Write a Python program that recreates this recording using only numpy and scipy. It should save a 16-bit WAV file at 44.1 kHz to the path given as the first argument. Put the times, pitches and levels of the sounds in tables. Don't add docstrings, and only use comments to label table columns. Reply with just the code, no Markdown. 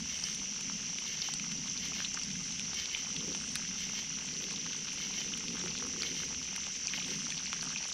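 import sys
import numpy as np
from scipy import signal
from scipy.fft import rfft, irfft
from scipy.io import wavfile
from scipy.ndimage import uniform_filter1d

SR = 44100
rng = np.random.default_rng(int(sys.argv[2]) if len(sys.argv) > 2 else 0)


def transcribe(signal):
    frames = np.atleast_2d(signal).T
    limited = np.clip(frames, -1, 1)
    pcm = np.round(limited * 32767).astype(np.int16)
    wavfile.write(sys.argv[1], SR, pcm)


N = 349713

# [pitch_hz, pitch_spread_hz (either side), ring_width_hz, strokes_per_s (average), level_db]
CRICKET_KINDS = [(5593, 130, 490, 43, -46), (5865, 117, 264, 81, -44.9), (6150, 124, 323, 81, -45.5),
                 (7084, 180, 380, 60, -57.5), (2938, 320, 306, 35, -53), (2115, 86, 176, 28, -60)]
NEAR_PITCH_HZ, NEAR_RING_WIDTH_HZ, NEAR_STROKES_PER_S, NEAR_LEVEL_DB = 6027, 390, 80.7, -52

# [freq_hz, density_db (per Hz)]
FOREST_SPECTRUM = [(25, -5), (55, 2.5), (110, -7.5), (200, -7), (400, -5), (700, -13), (1500, -10.3),
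                   (2700, -1), (4000, -4), (5300, 1), (6600, -19), (7800, -16), (12000, -28.5),
                   (15000, -41)]

# [time_s, level_db]
FLAME_STRENGTH = [(0, -46.5), (.2, -53), (.76, -46.5), (1.03, -54.5), (1.5, -46.5), (1.97, -47),
                  (2.13, -49), (2.5, -44.5), (2.9, -58), (3.22, -46), (4.1, -50.5), (5.15, -49.5),
                  (5.7, -46), (6.27, -48.5), (6.72, -55.5), (7.2, -45.5), (7.48, -52), (7.68, -47.5),
                  (7.93, -59)]
# [freq_hz, density_db (per Hz)]
FLAME_BODY_SPECTRUM = [(90, -20.5), (125, -15), (150, -3), (190, 0.5), (235, -4.5), (285, -9), (330, -43),
                       (500, -74)]
# [freq_hz, density_db (per Hz)]
FLUTTER_SPECTRUM = [(200, -15), (260, 10), (315, -2.5), (360, 5), (420, 1.5), (500, 1.5), (545, -7),
                    (800, -39)]
# [middle_s, half_length_s, level_db]
FLAME_LEAPS = [(3.282, 0.076, -50), (4.52, 0.16, -57), (5.623, 0.38, -55), (6.125, 0.15, -58.5),
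               (7.1, 0.058, -54.5)]
CALM_FLUTTER_DB = -65
# [time_s, level_db]
DRAUGHT_STRENGTH = [(0, -54.5), (.68, -74), (2.15, -59.5), (4.1, -63), (5.15, -69), (5.7, -62),
                    (7.93, -65.5)]

# [pitch_hz, level_db (over 4 ms)]
EMBER_FLOOR = [(700, -62), (1050, -55.5), (1500, -55.5), (2400, -51.5), (3400, -47), (5000, -49),
               (7000, -51.5), (8700, -60.5), (10300, -67)]
CRACKLE_START_DB, CRACKLE_RISE_DB_PER_S, FLURRY_DB = -6.5, 0.6165, 1.3

KATYDID_CALL_TIMES = [.125, 1.10, 1.839, 2.80, 3.82, 5.03, 6.04, 6.96]
# [freq_hz, density_db (per Hz)]
KATYDID_WING_SPECTRUM = [(1200, -27), (2040, -11), (2180, -3), (2300, -16.5), (2940, -6.5), (3100, 2),
                         (3260, -7), (3900, -10.5), (6000, -9), (8000, -37), (10500, -37), (12000, -34.5),
                         (13800, -33), (15500, -47)]
RASP_HALF_LENGTH_S, RASP_SPACING_S = 0.032, 0.15

# [middle_s, half_length_s, level_db (at the peak), pitch_hz]
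STEAM_HISSES = [(.26, 0.098, -59, 8570), (2.47, 0.13, -68, 8600), (3.456, 0.114, -61.5, 8400),
                (4.435, 0.017, -66, 11800), (6.17, 0.078, -64, 8600), (7.15, 0.14, -65, 8800)]

# [start_s, level_db (over 4 ms), pitch_hz, spread_octaves]
WOOD_POPS = [(0.2386, -28.5, 5240, 0.11), (.286, -43, 2400, .7), (0.347, -40.5, 3700, 0.63),
             (0.609, -39.5, 3200, 0.98), (.698, -42.5, 1420, 0.64), (.9856, -36, 3000, 0.57),
             (1.2177, -29.2, 5270, 0.11), (1.2226, -33, 3800, 0.22), (1.287, -40, 1030, 0.43),
             (1.3378, -31.5, 4670, 0.45), (1.3406, -37.5, 7800, 0.088), (1.3975, -37.5, 2700, 0.57),
             (1.5184, -36, 3200, 0.59), (1.6983, -35, 5570, 0.13), (1.7764, -37, 4400, 0.31),
             (2.0037, -35, 1950, 0.45), (2.0474, -31, 3270, 0.17), (2.0533, -36, 4100, 0.074),
             (2.1424, -33, 5450, 0.2), (2.1465, -39, 6650, .07), (2.173, -37, 1550, 0.33),
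             (2.1892, -40, 3000, 0.6), (2.2152, -39, 3600, 0.45), (2.2346, -34, 5800, 0.24),
             (2.3043, -41, 2900, 0.48), (2.3562, -43, 2130, 0.36), (2.5227, -39, 4600, 0.3),
             (2.5957, -34, 3500, 0.5), (2.733, -44, 1300, 0.59), (2.7984, -35.5, 4900, 0.22),
             (2.8572, -35.5, 3500, 0.39), (2.9481, -29, 2530, 0.27), (3.165, -34.5, 3200, 0.46),
             (3.349, -37.5, 2070, 0.81), (3.5558, -27, 5700, 1), (3.5597, -37.5, 2100, 0.6),
             (3.563, -39, 4700, .15), (3.6502, -41.5, 2110, .48), (4.187, -40, 2280, 0.62),
             (4.5088, -39.5, 2680, 0.64), (4.561, -36.5, 3560, 0.33), (4.6646, -40, 2200, 0.68),
             (4.732, -36.5, 2680, 0.51), (4.9308, -41, 3800, .8), (5.3374, -34.5, 2920, 0.18),
             (5.3766, -39, 4850, 1.2), (5.4828, -34.5, 3420, 0.4), (5.615, -43, 1620, 0.68),
             (5.705, -39, 4700, 0.23), (5.752, -42.5, 1510, 0.61), (5.778, -36.5, 3400, 0.45),
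             (5.7867, -38, 4000, 0.5), (5.825, -41, 1180, 0.52), (6.0214, -28.5, 4500, 0.31),
             (6.033, -34.5, 2380, 0.73), (6.067, -37, 3500, 0.18), (6.2331, -42.5, 1570, 0.44),
             (6.5625, -36, 4400, 1.4), (6.871, -27.3, 5630, 0.21), (6.8813, -38, 2600, 0.163),
             (6.9362, -32.8, 2300, 0.32), (6.942, -37, 2200, .5), (6.9855, -45, 1050, 0.43),
             (7.0014, -40, 2620, 0.35), (7.156, -44, 4240, 0.37), (7.2673, -43, 1440, .33),
             (7.3044, -35, 3600, 0.49), (7.322, -35.5, 2680, 0.62), (7.3782, -35, 3630, 0.39),
             (7.5303, -31, 1740, 0.74), (7.611, -34, 4780, 0.16), (7.6244, -37.5, 4000, 0.63),
             (7.629, -41, 1620, 0.78), (7.76, -34.5, 2600, 0.089), (7.838, -43, 2740, 0.18)]
SPLINTER_DECAY_CYCLES, SPLINTER_DB = 2.4, -11.5

# [start_s, level_db (over 4 ms)]
SPARK_TICKS = [(.3494, -48), (1.0, -51), (1.0793, -57), (1.8537, -52), (2.2493, -54), (2.744, -47.5),
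               (3.5196, -52), (4.9442, -52), (5.8678, -50), (7.636, -47), (7.885, -50)]
SPARK_PITCH_HZ, SPARK_SPREAD_OCTAVES = 10200, 0.12

# [freq_hz, gain_db]
HEARTH_RESPONSE = [(450, 2), (950, 1), (6000, -1.5), (7600, -4.5), (9400, -6), (10200, 0), (11200, -13),
                   (15000, -21)]
TOP_HZ = 15750


def undb(db):
    return 10 ** (np.asarray(db) / 20)


def level(x, db):
    return x * undb(db) / np.sqrt(np.mean(x ** 2))


def clock():
    return np.arange(N) / SR


def curve(rows):
    times, values = np.transpose(rows)
    return np.interp(clock(), times, values)


def swell(middle_s, half_length_s):
    return np.exp(-.5 * ((clock() - middle_s) / half_length_s) ** 2)


def walk(rate):
    step = int(SR / rate)
    held = np.repeat(rng.standard_normal(N // step + 1), step)
    return 1.3 * uniform_filter1d(uniform_filter1d(held, step), step)[:N]


def colour(x, points):
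    hz, db = np.transpose(points)
    f = np.fft.rfftfreq(N, 1 / SR) + 1
    gain = undb(np.interp(np.log(f), np.log(hz), db))
    return irfft(rfft(x) * gain, N)


def ring(hz, octaves, size=1024):
    f = np.fft.rfftfreq(size, 1 / SR) + 1
    peak = np.exp(-(np.log2(f / hz) / (2 * octaves)) ** 2)
    skirt = undb(-48.0) / (1 + (f / hz) ** 2)
    cepstrum = irfft(np.log(peak + skirt))
    cepstrum[1:size // 2] *= 2
    cepstrum[size // 2 + 1:] = 0
    response = irfft(np.exp(rfft(cepstrum)))
    return response / np.linalg.norm(response)


def through(x, response):
    lead = len(response) - 1
    return signal.oaconvolve(np.pad(x, (lead, 0), mode="wrap"), response, mode="valid")


def scatter(t60, wet_db):
    t = np.arange(int(t60 * SR) + 2) / SR
    response = rng.standard_normal(len(t)) * undb(-60 * t / t60)
    response *= undb(wet_db) / np.linalg.norm(response)
    response[0] = 1
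    return response


def strikes(times, sizes):
    return np.bincount((times * SR).astype(int), sizes, N)[:N]


def strokes(rate, jitter):
    count = int(1.2 * rate * N / SR)
    times = np.cumsum(np.exp(jitter * rng.standard_normal(count))) / rate
    return strikes(times, undb(2.76 * rng.standard_normal(count)))


def wing_ring(hz, width_hz, size=2048):
    t = np.arange(size) / SR
    return t * np.exp(-np.pi * width_hz * t) * np.sin(2 * np.pi * hz * t)


def chorus(count=8):
    out = 0
    for hz, spread_hz, width_hz, rate, db in CRICKET_KINDS:
        kind = 0
        for place in np.linspace(-1, 1, count):
            wing = wing_ring(hz + place * spread_hz, width_hz)
            clicks = strokes(rate * np.exp(.05 * rng.standard_normal()), jitter=.1)
            path = signal.fftconvolve(wing, scatter(t60=0.32, wet_db=5.0))
            kind = kind + through(clicks, path)
        out = out + level(kind, db) * undb(0.3 * walk(4.1))
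    return out


def near_cricket():
    clicks = strokes(NEAR_STROKES_PER_S, jitter=.025)
    return level(through(clicks, wing_ring(NEAR_PITCH_HZ, NEAR_RING_WIDTH_HZ)), NEAR_LEVEL_DB)


def forest():
    air = level(colour(rng.standard_normal(N), FOREST_SPECTRUM), -49.0) * undb(0.16 * walk(8.3))
    side = level(through(rng.standard_normal(N), ring(hz=12810, octaves=0.076)), -80.0)
    return air + side * np.array([[1], [-1]])


def flame():
    body = level(colour(rng.standard_normal(N), FLAME_BODY_SPECTRUM), -1.13)
    body = body * undb(curve(FLAME_STRENGTH) + 0.94 * walk(23))
    leaps = sum(undb(db) * swell(s, half_s) for s, half_s, db in FLAME_LEAPS)
    flutter = level(colour(rng.standard_normal(N), FLUTTER_SPECTRUM), 0)
    flutter = flutter * (undb(CALM_FLUTTER_DB) + leaps) * undb(1.8 * walk(25))
    return body + flutter


def draught():
    rumble = through(rng.standard_normal(N), ring(hz=73.8, octaves=0.22, size=8192))
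    return level(rumble, -1.6) * undb(curve(DRAUGHT_STRENGTH))


def crackle(count=2800, spread_db=3.5, size=256):
    out = np.zeros(N + size)
    pitches, levels = np.transpose(EMBER_FLOOR)
    for when, pitch, width, luck in rng.random((count, 4)):
        hz = pitches[0] * (pitches[-1] / pitches[0]) ** pitch
        db = np.interp(hz, pitches, levels) + spread_db * min(-np.log1p(-luck), 3.0)
        octaves = (.15 + 0.34 * width) / (1 + (hz / 5000) ** 2)
        start = int(when * N)
        out[start:start + size] += ring(hz, octaves, size=size) * undb(db) * np.sqrt(.004 * SR)
    liveliness_db = CRACKLE_START_DB + CRACKLE_RISE_DB_PER_S * clock()
    return out[:N] * undb(liveliness_db + FLURRY_DB * walk(22))


def katydid():
    drags = 0
    for s in KATYDID_CALL_TIMES:
        first = swell(s, RASP_HALF_LENGTH_S)
        second = swell(s + RASP_SPACING_S, RASP_HALF_LENGTH_S)
        drags = drags + first + second
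    effort = np.tanh(1.34 * drags)
    catching = undb(2.6 * walk(140))
    teeth = level(strokes(rate=480, jitter=.3), 0) * effort * catching
    return level(colour(through(teeth, scatter(t60=0.22, wet_db=1.0)), KATYDID_WING_SPECTRUM), -51.0)


def hisses():
    out = 0
    for s, half_s, db, hz in STEAM_HISSES:
        jet = through(rng.standard_normal(N), ring(hz, octaves=0.063))
        out = out + jet * undb(db) * swell(s, half_s)
    return out


def pops():
    out = np.zeros(N + SR)
    for s, db, hz, octaves in WOOD_POPS:
        snap = ring(hz, max(octaves, .06))
        cycles = hz * np.arange(len(snap)) / SR
        splinter = np.sin(2 * np.pi * cycles) * np.exp(-cycles / SPLINTER_DECAY_CYCLES)
        splinter = undb(SPLINTER_DB) * splinter / np.linalg.norm(splinter)
        tear = scatter(t60=0.012, wet_db=-1.0 - 3 * octaves)
        pop = signal.fftconvolve(snap + splinter, tear)
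        start = int(s * SR)
        out[start:start + len(pop)] += pop * undb(db) * np.sqrt(.004 * SR) / np.linalg.norm(pop)
    return out[:N]


def sparks():
    s, db = np.transpose(SPARK_TICKS)
    clicks = strikes(s, undb(db) * np.sqrt(.004 * SR))
    return through(clicks, ring(SPARK_PITCH_HZ, SPARK_SPREAD_OCTAVES))


def wood():
    stones = scatter(t60=0.05, wet_db=-10)
    return colour(through(pops() + sparks() + crackle(), stones), HEARTH_RESPONSE)


def scene():
    insects = chorus() + near_cricket() + katydid()
    fire = flame() + draught() + wood() + hisses()
    return insects + forest() + fire


def record(dry):
    low_pass = signal.ellip(10, .1, 80, TOP_HZ, fs=SR, output="sos")
    return signal.sosfilt(low_pass, dry)


dry = scene()
out = record(dry)
transcribe(out)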